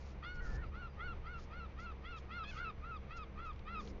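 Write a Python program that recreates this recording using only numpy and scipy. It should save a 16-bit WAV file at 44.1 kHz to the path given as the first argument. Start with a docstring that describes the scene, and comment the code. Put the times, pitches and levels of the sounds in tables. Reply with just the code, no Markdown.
"""Light wind on the microphone, a far engine's hum and a burst of hiss, out on a grassy headland.
An albatross holds one long note that cracks, then gives a quick run of twelve high, arching honks:
its syrinx sounds through throat and bill, reedy at first, then mostly on the even harmonics.
A far bird whistles twice, and once a higher squeal cuts across the run. The hiss comes and goes,
and towards the end a few dry grass stems tick."""
import sys
import numpy as np
from scipy import signal
from scipy.fft import rfft, irfft, next_fast_len
from scipy.io import wavfile
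from scipy.ndimage import uniform_filter1d, map_coordinates

SR = 44100
rng = np.random.default_rng(int(sys.argv[2]) if len(sys.argv) > 2 else 0)


def digitize_waveform(pressure):
    """Quantize a signal to 16-bit integers and store it at the path in sys.argv[1].

    Rows of a 2-D input are taken as channels; values are limited to [-1, 1].
    """
    field = np.atleast_2d(pressure).T
    bounded = np.clip(field, -1, 1)
    quanta = np.round(bounded * 32767).astype(np.int16)
    wavfile.write(sys.argv[1], SR, quanta)


N = 176400

# Spectra of the noises around the microphone. Each row: frequency in Hz, relative level in dB.
BREEZE_COLOUR = [(65, -19.5), (110, -1.5), (230, -11), (448, -13), (626, -16), (1100, -17.5), (1700, -24.5),
                 (2340, -21.5), (2550, -26), (4720, -38.5), (6470, -47), (7320, -56.5)]
RUSTLE_COLOUR = [(130, -2), (450, 4), (800, -17), (3000, -51.5)]
RUMBLE_COLOUR = [(10, -7), (27, -1), (45, -3.5), (120, -15.5), (250, -32.5), (900, -38), (4000, -87.5)]
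HISS_COLOUR = [(1500, -8.5), (3000, -12.5), (5000, -5), (6700, -10), (7400, -23)]
TICK_COLOUR = [(1500, -9), (4000, -5.0), (7000, -26)]
# Swells of wind and engine. Each row: centre in seconds, width in seconds, peak level in dB.
MIC_GUSTS = [(.54, 0.093, -40), (1.12, 0.052, -44.5)]
GRASS_RUSTLES = [(.56, 0.088, -61.5), (1.11, 0.1, -63.5), (1.92, 0.074, -65), (3.93, 0.14, -55.5)]
THIRD_HARMONIC_SWELL = [(3.87, 0.14, -58.5)]
# The far engine's tones. Each row: multiple of its speed, level in dB.
ENGINE_TONES = [(1, -52.5), (2, -66), (3, -65.5), (5, -74), (6.89, -71), (8, -75)]
# Bursts of hiss. Each row: start in seconds, length in seconds, level in dB.
HISS_BURSTS = [(0, .13, -70), (0.35, 0.016, -65), (0.422, 0.15, -67.5), (1.382, 0.072, -67),
               (1.793, 0.053, -67), (2.171, .035, -66), (2.476, .13, -67), (3.173, 0.0046, -57),
               (3.454, .021, -69.5), (3.793, 0.12, -66)]
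# The albatross's fixed throat resonances. Each row: frequency in Hz, gain in dB.
THROAT = [(720, -27), (1100, -0.5), (1280, 1.5), (1450, -1.5), (1750, -5.5), (2000, -8.5), (2400, -10),
          (2620, -9), (2900, -11.5), (3300, -5.5), (3600, -13.5), (3850, -19.5), (4750, -15), (5200, -34),
          (5600, -29), (6700, -49.5)]
# The opening note. Each row: time in seconds, pitch in Hz, source level in dB,
# odd-harmonic gain in dB, treble gain in dB, roughness.
LONG_NOTE = [(.219, 585, -54, -14, -5, 0.3), (.244, 655, -53, 5, -5, 0.3), (.263, 706, -50, -2.5, -4.5, 0),
             (.311, 730, -50, -7.5, -0.5, 0), (0.352, 726, -52, -10, -10, 0),
             (0.402, 715.5, -51.5, -24, -2.5, 0), (0.415, 760, -56, -13, -33, 0.3),
             (0.469, 707, -54.5, -12, -21, 0.7), (0.552, 699, -68, -29, -22, 0.9),
             (.609, 769, -62, -15, -10.5, .5), (.643, 667, -53, -10, -6, .3),
             (.664, 590, -70, -25, -30, .3)]
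# The cracked voice's second tone. Each row: time in seconds, pitch in Hz, level in dB.
CRACK = [(.4, 1956, -58), (.443, 1860, -63), (0.49, 1760, -62.5), (.56, 1740, -58.5), (.614, 1855, -60.5),
         (0.649, 1820, -69.5)]
# The far bird. Each row: start in seconds, first pitch in Hz, last pitch in Hz.
WHISTLES = [(.645, 4550, 4980), (0.897, 4870, 4730)]
# The arch of every honk. Each row: seconds from its start, pitch over top pitch, effort in dB,
# odd-harmonic gain in dB, bill resonance in Hz, roughness.
HONK_SHAPE = [(-.02, .83, -20.5, -8.5, 2100, 0), (.007, .85, -7, -1, 2226, .45),
              (.019, .905, -1, -1, 2100, 0.19), (.046, 0.97, -3, -5, 2090, 0.06),
              (.076, 1, 0.5, -8.5, 2100, 0), (.096, 0.93, 2, -12.5, 2900, 0.04),
              (.124, .922, 1.5, -28, 2997, .01), (.141, .872, -2.5, -8.5, 3700, 0),
              (.156, .73, -16, -0.5, 3550, 0.6)]
# The run of honks. 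Each row: start in seconds, top pitch in Hz, source level in dB,
# odd-harmonic gain in dB, treble gain in dB.
HONK_RUN = [(0.733, 742, -53.5, -2, -6), (0.989, 741.6, -49.5, 1, -7), (1.25, 735.4, -52, 0.5, -6.5),
            (1.514, 728, -52.5, -0.5, -6), (1.776, 718.5, -53.5, -1, -3.5), (2.038, 718, -54.5, 2.5, -0.5),
            (2.3, 716.5, -48.5, 0, -2.5), (2.561, 717, -47.5, -1, -4.5), (2.828, 702, -51.5, -7.5, -8),
            (3.095, 697.4, -53, -1, -3), (3.371, 695, -50.5, -1, -8), (3.665, 692, -48.5, -3.5, -5)]
# The tilt of each arch; later honks sag in pitch and swell. Each row: time in seconds,
# pitch drift in Hz a second, swell in dB a second.
HONK_TILT = [(1.102, 114, -11), (2.5, -230, 5.5)]
# The squeal. Each row: time in seconds, pitch in Hz, source level in dB, treble gain in dB, roughness.
SQUEAL = [(2.432, 808, -56.5, 4, 0.6), (2.461, 831, -58.5, 3, 0.2), (2.507, 869, -57.5, 7.5, 0),
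          (2.514, 762, -55, -6, 0.5), (2.56, 708, -59, -2, 1.1), (2.625, 745, -51, -14, 0.3),
          (2.68, 756, -75, -6, 0.6)]
# Snapping stems. Each row: start in seconds, level in dB.
STEM_TICKS = [(3.531, -61), (3.56, -62.5), (3.593, -58.5), (3.875, -52)]


def amp(db):
    return 10 ** (np.asarray(db) / 20)


def unit_rms(x):
    return x / np.sqrt(np.mean(x ** 2) + 1e-20)


def along(points, hz):
    """Read (Hz, value) points on a log frequency axis."""
    freqs, values = np.transpose(points)
    return np.interp(np.log(hz + 1), np.log(freqs + 1), values)


def clock():
    return np.arange(N) / SR


def span(rows):
    """Sample times from the first row to the last."""
    return np.arange(rows[0][0], rows[-1][0], 1 / SR)


def curves(rows, t):
    """Each column after the time, with rounded corners."""
    times, *columns = np.transpose(rows)
    return [uniform_filter1d(np.interp(t, times, column), size=300) for column in columns]


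def swells(rows):
    """Bell-shaped bumps of level."""
    return sum(amp(db) * np.exp(-.5 * ((clock() - centre) / width) ** 2) for centre, width, db in rows)


def wobble(rate, size=N):
    """A smooth random curve, rate knots a second."""
    return map_coordinates(rng.standard_normal(4000), [np.arange(size) * rate / SR], mode="mirror")


def filtered(x, response):
    """Shape x by a gain that depends on frequency."""
    size = next_fast_len(N + SR // 2)
    return irfft(rfft(x, size) * response(np.fft.rfftfreq(size, 1 / SR)), size)[:N]


def noise(colour):
    """Coloured noise of rms 1."""
    return unit_rms(filtered(rng.standard_normal(N), lambda hz: amp(along(colour, hz))))


def add(out, start, x):
    part = out[max(round(start * SR), 0):][:len(x)]
    part += x[:len(part)]


def wind(breeze_db=-57.5, flutter_db=.9, rumble_db=-52):
    """A breeze rustles the grass, rumbles on the microphone and bumps it with two gusts."""
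    breeze = noise(BREEZE_COLOUR) * amp(breeze_db + flutter_db * wobble(25.07))
    rustles = swells(GRASS_RUSTLES) * noise(RUSTLE_COLOUR)
    rumble = (amp(rumble_db) + swells(MIC_GUSTS)) * noise(RUMBLE_COLOUR)
    return breeze + rustles + rumble


def far_engine(speed_hz=67.13, wander=.00494, sway_db=2, whine_hz=5890, whine_db=-92):
    """An engine a long way off: low tones that fade and swell, and a faint high whine."""
    turns = np.cumsum(speed_hz * (1 + wander * wobble(5))) / SR
    hum = np.zeros(N)
    for multiple, db in ENGINE_TONES:
        level = amp(db + sway_db * wobble(11)) + (multiple == 3) * swells(THIRD_HARMONIC_SWELL)
        hum += level * np.sin(2 * np.pi * multiple * turns + .45 * wobble(9.4))
    whine = amp(whine_db) * np.sin(2 * np.pi * whine_hz * clock() + wobble(60))
    return np.sqrt(2) * (hum + whine)  # the levels are rms


def hisses(edge_s=.028, grain_db=2, flutter_db=1):
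    """Short, grainy, uneven bursts of treble noise."""
    t, gate = clock(), np.zeros(N)
    for start, length, db in HISS_BURSTS:
        inside_s = np.minimum(t - start, start + length - t)
        gate += amp(db) * np.clip(inside_s / edge_s + .5, 0, 1)
    return gate * unit_rms(noise(HISS_COLOUR) * amp(grain_db * wobble(500) + flutter_db * wobble(58)))


def syrinx(pitch, levels_db, rough, jitter=.0027, rasp_from_hz=2300, haze_db=-24, flicker_db=2.5):
    """Harmonics of one unsteady vibration in a hoarse haze; roughness smears the high ones most."""
    n = len(pitch)
    phase = 2 * np.pi * np.cumsum(pitch * (1 + jitter * wobble(300, n))) / SR
    out = np.zeros(n)
    for k, db in enumerate(levels_db, 1):
        height = (k * pitch / rasp_from_hz) ** 2
        rasp_share = np.clip(rough * (.5 + height), 0, 1)
        rasp = wobble(330, n) + 1j * wobble(330, n)
        haze = amp(haze_db) * (wobble(900, n) + 1j * wobble(900, n))
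        modulation = np.sqrt(2 * (1 - rasp_share)) + np.sqrt(rasp_share) * rasp + haze
        gain = amp(db + flicker_db * np.minimum(height, 1) * wobble(30, n))
        out += gain * np.imag(modulation * np.exp(1j * k * phase))
    return out * signal.windows.tukey(n, .05)


def voice(pitch, db, odd_db, treble_db, rough, bill_hz, bill_db=7.5, bill_width_hz=306):
    """The syrinx heard through the fixed throat and the movable bill resonance."""
    def colour(hz):
        bill = bill_db * np.exp(-.5 * ((hz - bill_hz) / bill_width_hz) ** 2)
        treble_shelf = treble_db * along([(1750, 0), (2800, 1)], hz)
        return along(THROAT, hz) + bill + treble_shelf
    return syrinx(pitch, [db + colour(k * pitch) + k % 2 * odd_db for k in range(1, 11)], rough)


def opening_note():
    """The albatross holds a note that cracks into two unrelated pitches."""
    out = np.zeros(N)
    add(out, LONG_NOTE[0][0], voice(*curves(LONG_NOTE, span(LONG_NOTE)), bill_hz=2100))
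    pitch, db = curves(CRACK, span(CRACK))
    add(out, CRACK[0][0], syrinx(pitch, [db], rough=.22))
    return out


def hillside(calls, scatter_db=-13.5, t60_s=.17):
    """The calls reach the microphone directly, with a short scatter off the slope behind them."""
    t = np.arange(SR // 4) / SR
    tail = rng.standard_normal(len(t)) * amp(-60 * t / t60_s)
    return calls + amp(scatter_db) * signal.fftconvolve(calls, tail / np.linalg.norm(tail))[:N]


def far_bird(length_s=.05, db=-81.5):
    """Two thin, gliding whistles from far off."""
    out = np.zeros(N)
    for start, first_hz, last_hz in WHISTLES:
        pitch = np.linspace(first_hz, last_hz, round(length_s * SR))
        add(out, start, syrinx(pitch, [db], rough=0))
    return out


def honks():
    """Arches of pitch and effort, nearly four a second; the bill resonance climbs as the pitch falls."""
    out, t = np.zeros(N), span(HONK_SHAPE)
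    arch, effort_db, odd_shape_db, bill_hz, rough = curves(HONK_SHAPE, t)
    from_top_s = t - t[np.argmax(arch)]
    tilt_times, drifts, swell_rates = np.transpose(HONK_TILT)
    for start, top_hz, db, odd_db, treble_db in HONK_RUN:
        pitch = arch * (top_hz + np.interp(start, tilt_times, drifts) * from_top_s)
        level_db = db + effort_db + np.interp(start, tilt_times, swell_rates) * from_top_s
        add(out, start + t[0], voice(pitch, level_db, odd_shape_db + odd_db, treble_db, rough, bill_hz))
    return out


def squeal():
    """A thinner, higher call that trails off hoarsely and beats against the next honk."""
    out = np.zeros(N)
    pitch, db, treble_db, rough = curves(SQUEAL, span(SQUEAL))
    add(out, SQUEAL[0][0], voice(pitch, db, 0, treble_db, rough, bill_hz=2550))
    return out


def stem_ticks(decay_s=.004):
    """Dry stems snap softly in the grass."""
    t = clock()
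    snaps = sum(amp(db) * (t > start) * np.exp(-np.abs(t - start) / decay_s) for start, db in STEM_TICKS)
    return snaps * noise(TICK_COLOUR)


def scene():
    """The headland from one spot, in mono."""
    background = wind() + far_engine() + hisses()
    calls = hillside(opening_note() + honks() + squeal())
    return (background + calls + far_bird() + stem_ticks())[None]


def record(dry, top_hz=7400, edge_hz=200):
    """The microphone keeps nothing above its band limit."""
    return np.array([filtered(x, lambda hz: np.clip((top_hz - hz) / edge_hz + .5, 0, 1)) for x in dry])


dry = scene()
out = record(dry)
digitize_waveform(out)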